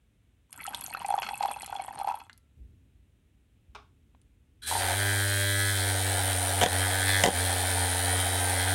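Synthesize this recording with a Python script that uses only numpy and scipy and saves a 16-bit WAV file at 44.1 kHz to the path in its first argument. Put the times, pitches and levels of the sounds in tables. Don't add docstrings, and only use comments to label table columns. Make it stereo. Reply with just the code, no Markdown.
import sys
import numpy as np
from scipy import signal
from scipy.fft import rfft, irfft
from scipy.io import wavfile
from scipy.ndimage import map_coordinates

SR = 44100
rng = np.random.default_rng(int(sys.argv[2]) if len(sys.argv) > 2 else 0)


def to_wav(s):
    ch = np.atleast_2d(s).T
    pcm = np.round(np.clip(ch, -1, 1) * 32767)
    wavfile.write(sys.argv[1], SR, pcm.astype(np.int16))


N = 385434
TIME = np.arange(N) / SR

# (time [s], level [dB], brightness [Hz])
BLADE_HITS = [(6.6141, -11, 4980), (6.6197, -14, 4010), (6.6262, -13.5, 2500), (6.633, -10, 7020),
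              (6.6373, -9.5, 7000), (6.661, -15, 3020), (7.2369, -11.5, 9000), (7.2383, -5.5, 4500),
              (7.255, -15, 2000), (7.2613, -8.5, 4500), (7.2751, -14.5, 900), (7.2855, -14.5, 800)]
MOTOR_ON_S, LOADED_S, KNOCKS_FROM_S, MOTOR_ATTACK_S = 4.617, 4.66, 4.8, 0.017
POUR_START_S = .49
RUB_FOLLOWS = 0.33


def from_db(db):
    return 10 ** (np.asarray(db) / 20)


def rms_one(x):
    return x / np.sqrt(np.mean(x ** 2) + 1e-20)


def in_time(rows):
    s, value = np.transpose(rows)
    return np.interp(TIME, s, value)


def during(start, end, attack_s, release_s):
    return np.clip(np.minimum((TIME - start) / attack_s, (end - TIME) / release_s), 0, 1)


def rise(start, attack_s):
    return np.clip((TIME - start) / attack_s, 0, 1)


def swell(s, length_s, db):
    return db * np.exp(-np.minimum(((TIME - s) / length_s) ** 2, 20))


def fading(s, db, fade_db_per_s, attack_s):
    return rise(s, attack_s) * from_db(db - np.minimum(fade_db_per_s * np.maximum(TIME - s, 0), 200))


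def drift(rate):
    knots = rng.standard_normal(N // 20)
    return 1.2 * np.interp(TIME * rate, np.arange(len(knots)), knots)


def per_bin(points):
    hz, value = np.transpose(points)
    bin_hz = np.arange(N // 2 + 1) * SR / N
    return np.interp(np.log(bin_hz + 1), np.log(hz), value)


def coloured(x, spectrum):
    return rms_one(irfft(rfft(x) * from_db(per_bin(spectrum)), N))


def lowpass(x, hz, order=2):
    return signal.sosfilt(signal.butter(order, min(hz, .45 * SR), fs=SR, output="sos"), x)


def resonate(x, hz, width):
    r = np.exp(-np.pi * width / SR)
    poles = [1, -2 * r * np.cos(2 * np.pi * hz / SR), r * r]
    return signal.lfilter(np.array([1, 0, -1]) * (1 - r * r) / 2, poles, x + 1e-18)


def gliding(x, hz, width):
    r, spin = np.exp(-np.pi * width / SR), np.exp(2j * np.pi * np.cumsum(hz) / SR)
    return 2 * np.real(spin * signal.lfilter([1 - r], [1, -r], x * np.conj(spin)))


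def add(out, s, sound):
    at = int(s * SR)
    out[at:at + len(sound)] += sound[:N - at]


def room(x, early_db, tail_db):
    t60_s = 0.27
    t = TIME[:SR // 2]
    early = rng.standard_normal((2, len(t))) * (rng.random((2, len(t))) < .03)
    early = early * np.exp(-t / 0.0093) * (t > .001)
    tail = lowpass(rng.standard_normal((2, len(t))), 5600, order=1) * from_db(-60 * t / t60_s) * (t > .006)
    echoes = (from_db(early_db) * rms_one(early) + from_db(tail_db) * rms_one(tail)) / np.sqrt(len(t))
    return signal.fftconvolve(x[None], echoes, axes=1)[:, :N]


def at_ports(x, pan):
    # (frequency [Hz], left ahead of right [rad])
    left_lead = [(100, 0.31), (800, 0.009), (3500, -0.89), (11000, -1.67), (14500, -.8)]
    ratio = from_db(per_bin(pan)) * np.exp(1j * np.clip(per_bin(left_lead), -2, 2))
    return irfft(rfft(x) * 2 * np.array([ratio, np.ones_like(ratio)]) / (1 + ratio), N)


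def ringing(s, db, modes):
    age = np.maximum(TIME - s, 0)
    return sum(from_db(db + mode_db - 60 * np.minimum(age / t60, 2)) * np.sin(2 * np.pi * hz * age)
               for hz, t60, mode_db in modes)


def burst(s, db, decay_s, colour, bright_hz):
    age = np.maximum(TIME - s, 0)
    noise = rng.standard_normal(N) * (age > 0) * np.exp(-np.minimum(age / decay_s, 20))
    sound = lowpass(coloured(noise, colour), bright_hz)
    return from_db(db) * sound / np.abs(sound).max()


def grains(per_s, low_hz, high_hz, cycles, spread_db, count=16):
    born = rng.random(N) < per_s / SR
    sizes = born * from_db(spread_db * np.minimum(rng.exponential(1, N), 3)) * rng.choice([-1, 1], N)
    dealt = rng.integers(0, count, N)
    pitches = np.geomspace(low_hz, high_hz, count)
    return rms_one(sum(rms_one(resonate(sizes * (dealt == k), hz, hz / cycles))
                       for k, hz in enumerate(pitches)))


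def bubbles(rows, swell_cycles, glide, snap_db, snap_s):
    out, t = np.zeros(N), TIME[:SR // 20]
    for s, db, hz in rows:
        age = hz * t / (swell_cycles * from_db(rng.normal(0, 1)))
        pitch_rise = 1 + glide * (np.tanh(age / 2) - .5)
        tone = age ** 2 * np.exp(2 - 2 * age) * np.sin(2 * np.pi * hz * t * pitch_rise)
        snap = lowpass(rng.standard_normal(len(t)) * np.exp(-t / snap_s), min(3 * hz, 11000), order=4)
        snap = snap - lowpass(snap, hz / 4, order=1)
        add(out, s, from_db(db) * (tone + from_db(snap_db) * snap))
    return out


def pour_flow():
    return during(POUR_START_S, 2.292, attack_s=0.12, release_s=0.23)


def background():
    # (time [s], level [dB], fade [dB/s]); the first slowly grows
    grips = [(0, -66.5, -1), (2.56, -54, 25), (3.685, -62, 13), (4.66, -53, 2)]
    # (frequency [Hz], level [dB])
    rumble_colour = [(18, -36), (58, 2.5), (105, -5), (170, -15), (270, -15), (430, -28.5), (900, -55.5)]
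    # (frequency [Hz], level [dB])
    air_colour = [(450, -3.5), (1000, -13.5), (2700, -10), (3800, -14.5), (4600, -23.5), (9000, -18.5),
                  (14000, -27.5)]
    still_db, pour_db, air_db = -75, -67, -74
    handling = sum(fading(*grip, attack_s=0.012) ** 2 for grip in grips)
    level = np.sqrt(from_db(still_db) ** 2 + (from_db(pour_db) * pour_flow()) ** 2 + handling)
    middle, side = [coloured(rng.standard_normal(N), rumble_colour) for _ in range(2)]
    air = np.array([coloured(rng.standard_normal(N), air_colour) for _ in range(2)])
    return level * (middle + .22 * side * np.array([[1], [-1]])) + from_db(air_db) * air


def bumps():
    # (time [s], level [dB])
    bump_rows = [(2.58, -35), (3.679, -51.5)]
    hz, t60_s = 56.1, 0.37
    out = 0
    for s, db in bump_rows:
        age = np.maximum(TIME - s, 0)
        envelope = from_db(db - 60 * np.minimum(age / t60_s, 2)) * np.minimum(age * hz / 2, 1)
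        out = out + envelope * np.sin(2 * np.pi * hz * age)
    return out


def taps():
    # (time [s], peak level [dB], brightness [Hz], room share [gain])
    tap_rows = [(3.7497, -34.5, 7000, 0.63), (3.7533, -34, 4500, 0.66), (4.148, -50.5, 2000, 0.06)]
    # (frequency [Hz], level [dB])
    tap_colour = [(120, -28), (300, -22), (1000, -4.5), (1450, -8), (1800, -20.5), (3200, -11), (4500, -22),
                  (14000, -28)]
    # (frequency [Hz], t60 [s], level [dB])
    tap_modes = [(415, 0.21, 1.5), (1100, 0.27, 0), (1420, .26, -6)]
    out = 0
    for s, db, bright_hz, wet in tap_rows:
        tap = burst(s, db, 0.0019, tap_colour, bright_hz)
        out = out + tap + wet * room(tap, early_db=6.0, tail_db=2)
    s, db = max(tap_rows, key=lambda row: row[1])[:2]
    return out + ringing(s, db - 18.5, tap_modes)


def clink():
    # (frequency [Hz], level [dB])
    tick_colour = [(500, -19), (1200, -8), (1650, 1), (3200, -5), (5000, -16)]
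    # (frequency [Hz], t60 [s], level [dB])
    rim_modes = [(1351, .7, -15), (2062, .25, -7)]
    s, db, ring_db = 2.297, -32.5, -27
    sound = burst(s, db, 0.0012, tick_colour, 5300) + ringing(s, db + ring_db, rim_modes)
    return sound + room(sound, early_db=-3.0, tail_db=-16)


def in_beaker(x):
    # (frequency [Hz], level [dB])
    cavity = [(900, -2.5), (1310, 2), (1580, -2.5), (2220, -0.5), (2600, 2), (3370, -0.5), (4200, -3.5)]
    width_hz, direct_db = 130, -14.5
    ring = sum((-1) ** k * from_db(db) * resonate(x, hz, width_hz) for k, (hz, db) in enumerate(cavity))
    return from_db(direct_db) * lowpass(x, 4500) + ring


def slaps(rows, decay_s):
    out, t = np.zeros(N), TIME[:SR // 20]
    for s, db in rows:
        sound = in_beaker(rng.standard_normal(len(t)) * np.exp(-t / decay_s))
        add(out, s, from_db(db) * sound / np.abs(sound).max())
    return out


def patter(per_s, spread_db):
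    born = rng.random(N) < per_s / SR
    return rms_one(born * from_db(spread_db * np.minimum(rng.exponential(1, N), 2)) * rng.choice([-1, 1], N))


def glugging(rows):
    mean_hz, rise_hz_per_s, fall_hz_per_db, scatter_hz = 831, 27, 5, 32.25
    usual_s, usual_db = np.mean(rows, axis=0)
    pitched = []
    for s, db in rows:
        hz = mean_hz + rise_hz_per_s * (s - usual_s) - fall_hz_per_db * (db - usual_db)
        pitched.append((s, db, hz + rng.normal(0, scatter_hz)))
    rings = bubbles(pitched, swell_cycles=2.5, glide=0.029, snap_db=-8.5, snap_s=0.0028)
    return resonate(rings, 799, 450)


def pour():
    # (time [s], level [dB])
    glug_rows = [(0.677, -27), (0.908, -32), (0.975, -35.5), (1.045, -23.5), (1.086, -22), (1.103, -17.5),
                 (1.123, -21), (1.139, -14), (1.178, -19), (1.286, -28), (1.308, -26.5), (1.332, -26),
                 (1.406, -17.5), (1.434, -17), (1.449, -18), (1.484, -24), (1.565, -31.5), (1.695, -31),
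                 (1.725, -22.5), (1.752, -25.5), (1.794, -23), (1.88, -29), (1.907, -30.5), (1.997, -26.5),
                 (2.012, -22), (2.044, -22.5), (2.073, -17.5), (2.087, -18), (2.096, -22.5), (2.109, -23.5),
                 (2.141, -23), (2.214, -37.5)]
    # (time [s], level before a 4.5 dB cut [dB], pitch [Hz])
    drop_rows = [(0.528, -22, 10300), (0.666, -19.5, 8230), (0.7466, -14.5, 3400), (0.810, -23, 11000),
                 (0.863, -21, 6500), (0.948, -18.5, 1330), (1.0627, -22.5, 8400), (1.2204, -20, 2640),
                 (1.289, -23, 2080), (1.4282, -22, 4240), (1.6203, -20, 9230), (1.6617, -21, 8850),
                 (2.33, -38, 4360), (2.3771, -39.5, 10920), (4.216, -49.5, 9100)]
    # (time [s], peak level [dB])
    splat_rows = [(1.228, -23.5), (1.245, -30), (1.264, -27), (1.288, -28), (1.427, -31), (2.2, -40)]
    # (frequency [Hz], level [dB])
    spray_colour = [(3500, -24.5), (7000, -6), (9100, 10.5), (10200, -6.5), (11400, 17), (12500, -18)]
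    # (frequency [Hz], left over right [dB])
    pour_pan = [(800, -2), (10000, -0.28)]
    poured_s = np.maximum(TIME - POUR_START_S, 0)
    wake_s = 0.095
    wake_fade = 20 / np.log(10) / wake_s
    wake = np.sqrt(sum(fading(s, db, wake_fade, 0.0065) ** 2 for s, db in glug_rows))
    gurgle = (from_db(-52) + from_db(-25.5) * wake) * grains(170, 760, 980, cycles=12, spread_db=6.5)
    splash_fade, spray_fade = 3.5, 4
    splash_level = from_db(-47.5 - splash_fade * poured_s) + from_db(-47.5) * wake
    splash = splash_level * rms_one(in_beaker(grains(300, 1204, 4450, cycles=20, spread_db=10.5)))
    wash = from_db(-53.5 - splash_fade * poured_s) * rms_one(in_beaker(patter(110, spread_db=9.5)))
    mist = grains(260, 4000, 12870, cycles=17, spread_db=6.0)
    spray = from_db(-47.5 - spray_fade * poured_s) * coloured(mist, spray_colour)
    plop = from_db(-62.5) * grains(250, 95, 330, cycles=8.3, spread_db=5.5)
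    splats = slaps(splat_rows, decay_s=0.0061) + from_db(-17.5) * slaps(glug_rows, decay_s=0.0011)
    drops = from_db(-4.5) * bubbles(drop_rows, swell_cycles=2.1, glide=0.041, snap_db=-8.0, snap_s=0.0032)
    stream = pour_flow() * (gurgle + splash + spray + wash + plop)
    liquid = lowpass(stream + splats + glugging(glug_rows) + drops, 12500, order=8)
    return at_ports(liquid, pour_pan) + room(liquid, early_db=-11, tail_db=-15)


def strikes():
    # (frequency [Hz], t60 [s], level [dB])
    beaker_modes = [(161, 0.035, -11.5), (275, 0.014, -10), (413, 0.0084, -4), (526, 0.027, 0),
                    (732.5, 0.11, -8), (900, 0.047, -6.5), (1530, 0.019, -7), (1940, 0.013, -1),
                    (3450, 0.014, 2.5), (7530, 0.0018, 14)]
    out, t = np.zeros(N), TIME[:SR // 10]
    hz, t60, mode_db = np.transpose(beaker_modes)[:, :, None]
    for s, db, bright_hz in BLADE_HITS:
        strength = from_db(mode_db + rng.normal(0, 1.43, hz.shape)) * rng.choice([-1, 1], hz.shape)
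        tones = np.sin(2 * np.pi * hz * rng.normal(1, 0.061, hz.shape) * t)
        ring = np.sum(strength * from_db(-60 * t / t60) * tones, axis=0)
        crack = 0.75 * rng.standard_normal(len(t)) * np.exp(-t / 0.0045)
        hit = lowpass(ring + crack, bright_hz, order=1)
        add(out, s, from_db(db + 2.0) * hit / np.abs(hit).max())
    return out


def freedom(brake, recover_s):
    age = np.maximum(TIME - np.array(BLADE_HITS)[:, :1], 0) / recover_s
    return 1 / (1 + brake * np.sum(age ** 2 * np.exp(-np.minimum(age ** 2, 20)), axis=0))


def once_a_turn(turns, at, sharpness):
    return rms_one(np.exp(sharpness * np.cos(2 * np.pi * (turns - at))))


def knocks(angle, thick):
    jitter_turns = .001 * (1 + thick) * drift(150)
    count = np.floor(angle + jitter_turns)
    return rms_one(np.diff(count, prepend=count[0]) * from_db((1 + thick) * drift(70)))


def housing(force, lean_db):
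    # (frequency [Hz], width [Hz], level [dB])
    shell_modes = [(1530, 149, 4.5), (1700, 200, 4), (1920, 316, -0.5), (2485, 220, -13), (3185, 168, 0),
                   (4080, 332, -4), (4830, 450, -16)]
    stretch = 1 + .006 * lean_db + .018 * drift(4)
    return rms_one(sum((-1) ** k * from_db(db) * gliding(force, hz * stretch, width)
                       for k, (hz, width, db) in enumerate(shell_modes)))


def bearing_friction(turns, size=400):
    surface = rng.standard_normal((size, size))
    track = map_coordinates(surface, [TIME * 10, turns % 1 * size], order=1, mode="grid-wrap")
    fresh = rng.standard_normal(N)
    return .7 * rms_one(track) + fresh - lowpass(fresh, 4000, order=1)


def shaft_hum(turns, thick, slosh):
    # (multiple of the turning rate, level in thin liquid [dB], level in thick liquid [dB])
    overtones = [(1, 2, -1.5), (2, -20.5, -45), (3, -14, -15), (4, -13.5, -22.5), (5, -19.5, -16.5),
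                 (6, -11.5, -20.5)]
    hum_db = -32.5 + thick * 2.5
    hum = 0
    for k, thin_db, thick_db in overtones:
        level_db = thin_db + thick * (thick_db - thin_db) + 0.78 * np.log(k) * drift(14)
        level = from_db(hum_db + level_db + 1.1 * slosh)
        hum = hum + level * np.sqrt(2) * np.cos(2 * np.pi * k * turns)
    return hum


def rattling(angle, lead, thick, knock_db, lean_db):
    grit = once_a_turn(angle + lead, 0, 9.2) * rng.standard_normal(N)
    scrape = np.diff(knocks(angle + lead, thick) + .12 * grit, 2, prepend=[0, 0])
    scrape_db = -39.5 + RUB_FOLLOWS * np.maximum(lean_db, 0)
    knock = from_db(knock_db) * housing(lowpass(knocks(angle, thick), 2940), lean_db)
    return knock + from_db(scrape_db) * housing(scrape, lean_db)


def bearing_noise(rubbing, angle, thick, press_db):
    rub_db, squeak_db = -34 + thick * 0.5, -49.5 + thick * 12.5
    caught = rng.standard_normal(N) * once_a_turn(angle, -0.073, 1.7)
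    squeak = rms_one(resonate(resonate(caught, 9600, 310), 9270, 360))
    return from_db(rub_db + RUB_FOLLOWS * press_db) * rubbing + from_db(squeak_db - press_db) * squeak


def spin_up(rubbing):
    # (frequency [Hz], level [dB])
    whirr_bands = [(1600, -1), (3300, -1), (4000, 2)]
    width_hz = 250
    singing = 0
    for hz, db in whirr_bands:
        band = resonate(resonate(rng.standard_normal(N), hz, width_hz), hz, width_hz)
        singing = singing + from_db(db) * band
    gate = during(MOTOR_ON_S, KNOCKS_FROM_S + MOTOR_ATTACK_S, MOTOR_ATTACK_S, MOTOR_ATTACK_S)
    return from_db(-42.5) * gate * (rms_one(singing) + 0.64 * rubbing)


def churning(speed):
    # (time [s], length [s], extra churning [dB])
    bites = [(4.897, 0.014, 2), (5.11, 0.15, 9)]
    # (frequency [Hz], level [dB])
    churn_colour = [(30, -48), (150, -15.5), (330, -16), (560, -5), (850, 2), (1080, -15), (1700, -3.5),
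                    (3000, -4), (5000, -28)]
    free_turns_per_s, drag_turns_per_s, idle_db, drag_db = 99.13, 4.2, -48, 13
    drag = np.clip((free_turns_per_s - speed) / drag_turns_per_s, 0, 1)
    froth = lowpass(grains(1300, 159, 2570, cycles=1.42, spread_db=1.0), 1450)
    tilted = [(hz, db + 10 * np.log10(hz)) for hz, db in churn_colour]
    level = from_db(idle_db + drag_db * drag + sum(swell(*bite) for bite in bites))
    return rise(LOADED_S, attack_s=0.14) * level * coloured(froth, tilted)


def mixer():
    # (time [s], speed [turns/s])
    shaft_speed = [(4.67, 73.2), (4.74, 93.2), (4.81, 94.6), (4.88, 89.6), (4.99, 100.1), (5.69, 99.0),
                   (5.79, 96.4), (6.32, 94.7), (6.35, 91.3), (6.49, 94.7), (6.73, 90.0), (6.87, 94.7),
                   (7.18, 95.6), (7.35, 85.2), (7.42, 90.9), (7.66, 91.7), (7.8, 89.8), (8.47, 92.5),
                   (8.61, 90.4), (8.7, 93.5)]
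    # (time [s], level [dB])
    knock_levels = [(4.8, -36), (5.7, -33.5), (5.9, -36), (6.0, -42), (6.55, -43.5), (6.7, -37.5),
                    (6.97, -37.5), (7.08, -32), (7.22, -34), (7.3, -40), (7.8, -38.5), (8.7, -37)]
    # (time [s], lead [turns])
    scrape_leads = [(4.8, .05), (5.2, .3), (5.7, .27), (6.6, .05), (7.1, .17), (7.7, .37)]
    # (frequency [Hz], level [dB])
    rub_colour = [(60, -33), (1100, -16), (1600, -5.5), (2400, -9), (2800, -15.5), (3300, -5),
                  (5500, -11.5), (7200, -12), (8100, -5.5), (9400, 0), (10300, -13), (11200, -3.5),
                  (13400, -29), (15300, -14), (16000, -36)]
    # (time [s], level [dB], pitch [Hz])
    gulp_rows = [(4.712, -22, 920), (4.724, -20.5, 823), (4.752, -20, 850), (4.764, -24, 850),
                 (4.882, -27.5, 770)]
    # (frequency [Hz], left over right [dB])
    mixer_pan = [(100, -2.5), (480, -7), (950, -2.5), (1800, -7), (3800, -7), (8000, 0)]
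    speed, knock_db, lead = in_time(shaft_speed), in_time(knock_levels), in_time(scrape_leads)
    thick = np.interp(TIME, (5.5, 6.4), [0, 1])
    slosh = thick * drift(11)
    lean_db = knock_db - np.median(knock_db) + slosh
    press_db = np.maximum(lean_db, 0)
    turns = np.cumsum(speed * (1 + .006 * slosh + .002 * thick * drift(20))) / SR
    angle = turns - .3
    contact = rms_one(1 + .3 * once_a_turn(angle + lead, .1, 3))
    rubbing = coloured(bearing_friction(turns) * contact, rub_colour)
    rattle = rise(KNOCKS_FROM_S, MOTOR_ATTACK_S) * rattling(angle, lead, thick, knock_db + slosh, lean_db)
    bearing = rise(LOADED_S, MOTOR_ATTACK_S) * bearing_noise(rubbing, angle, thick, press_db)
    gulps = bubbles(gulp_rows, swell_cycles=2.4, glide=.05, snap_db=-4, snap_s=.003)
    free = freedom(brake=2.6, recover_s=0.033)
    running = spin_up(rubbing) + rattle + bearing + churning(speed)
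    whirr = np.sqrt(free) * running + gulps + strikes()
    hum = rise(MOTOR_ON_S, attack_s=0.45) * free * shaft_hum(turns, thick, slosh)
    return at_ports(whirr + hum, mixer_pan) + room(whirr, early_db=-9, tail_db=-12)


def scene():
    return background() + bumps() + taps() + clink() + pour() + mixer()


def record(dry):
    low_cut_hz, cutoff_hz = 30, 16000
    dry = signal.sosfilt(signal.butter(4, low_cut_hz, "high", fs=SR, output="sos"), dry)
    return signal.sosfilt(signal.ellip(10, .2, 80, cutoff_hz, fs=SR, output="sos"), dry)


dry = scene()
out = record(dry)
to_wav(out)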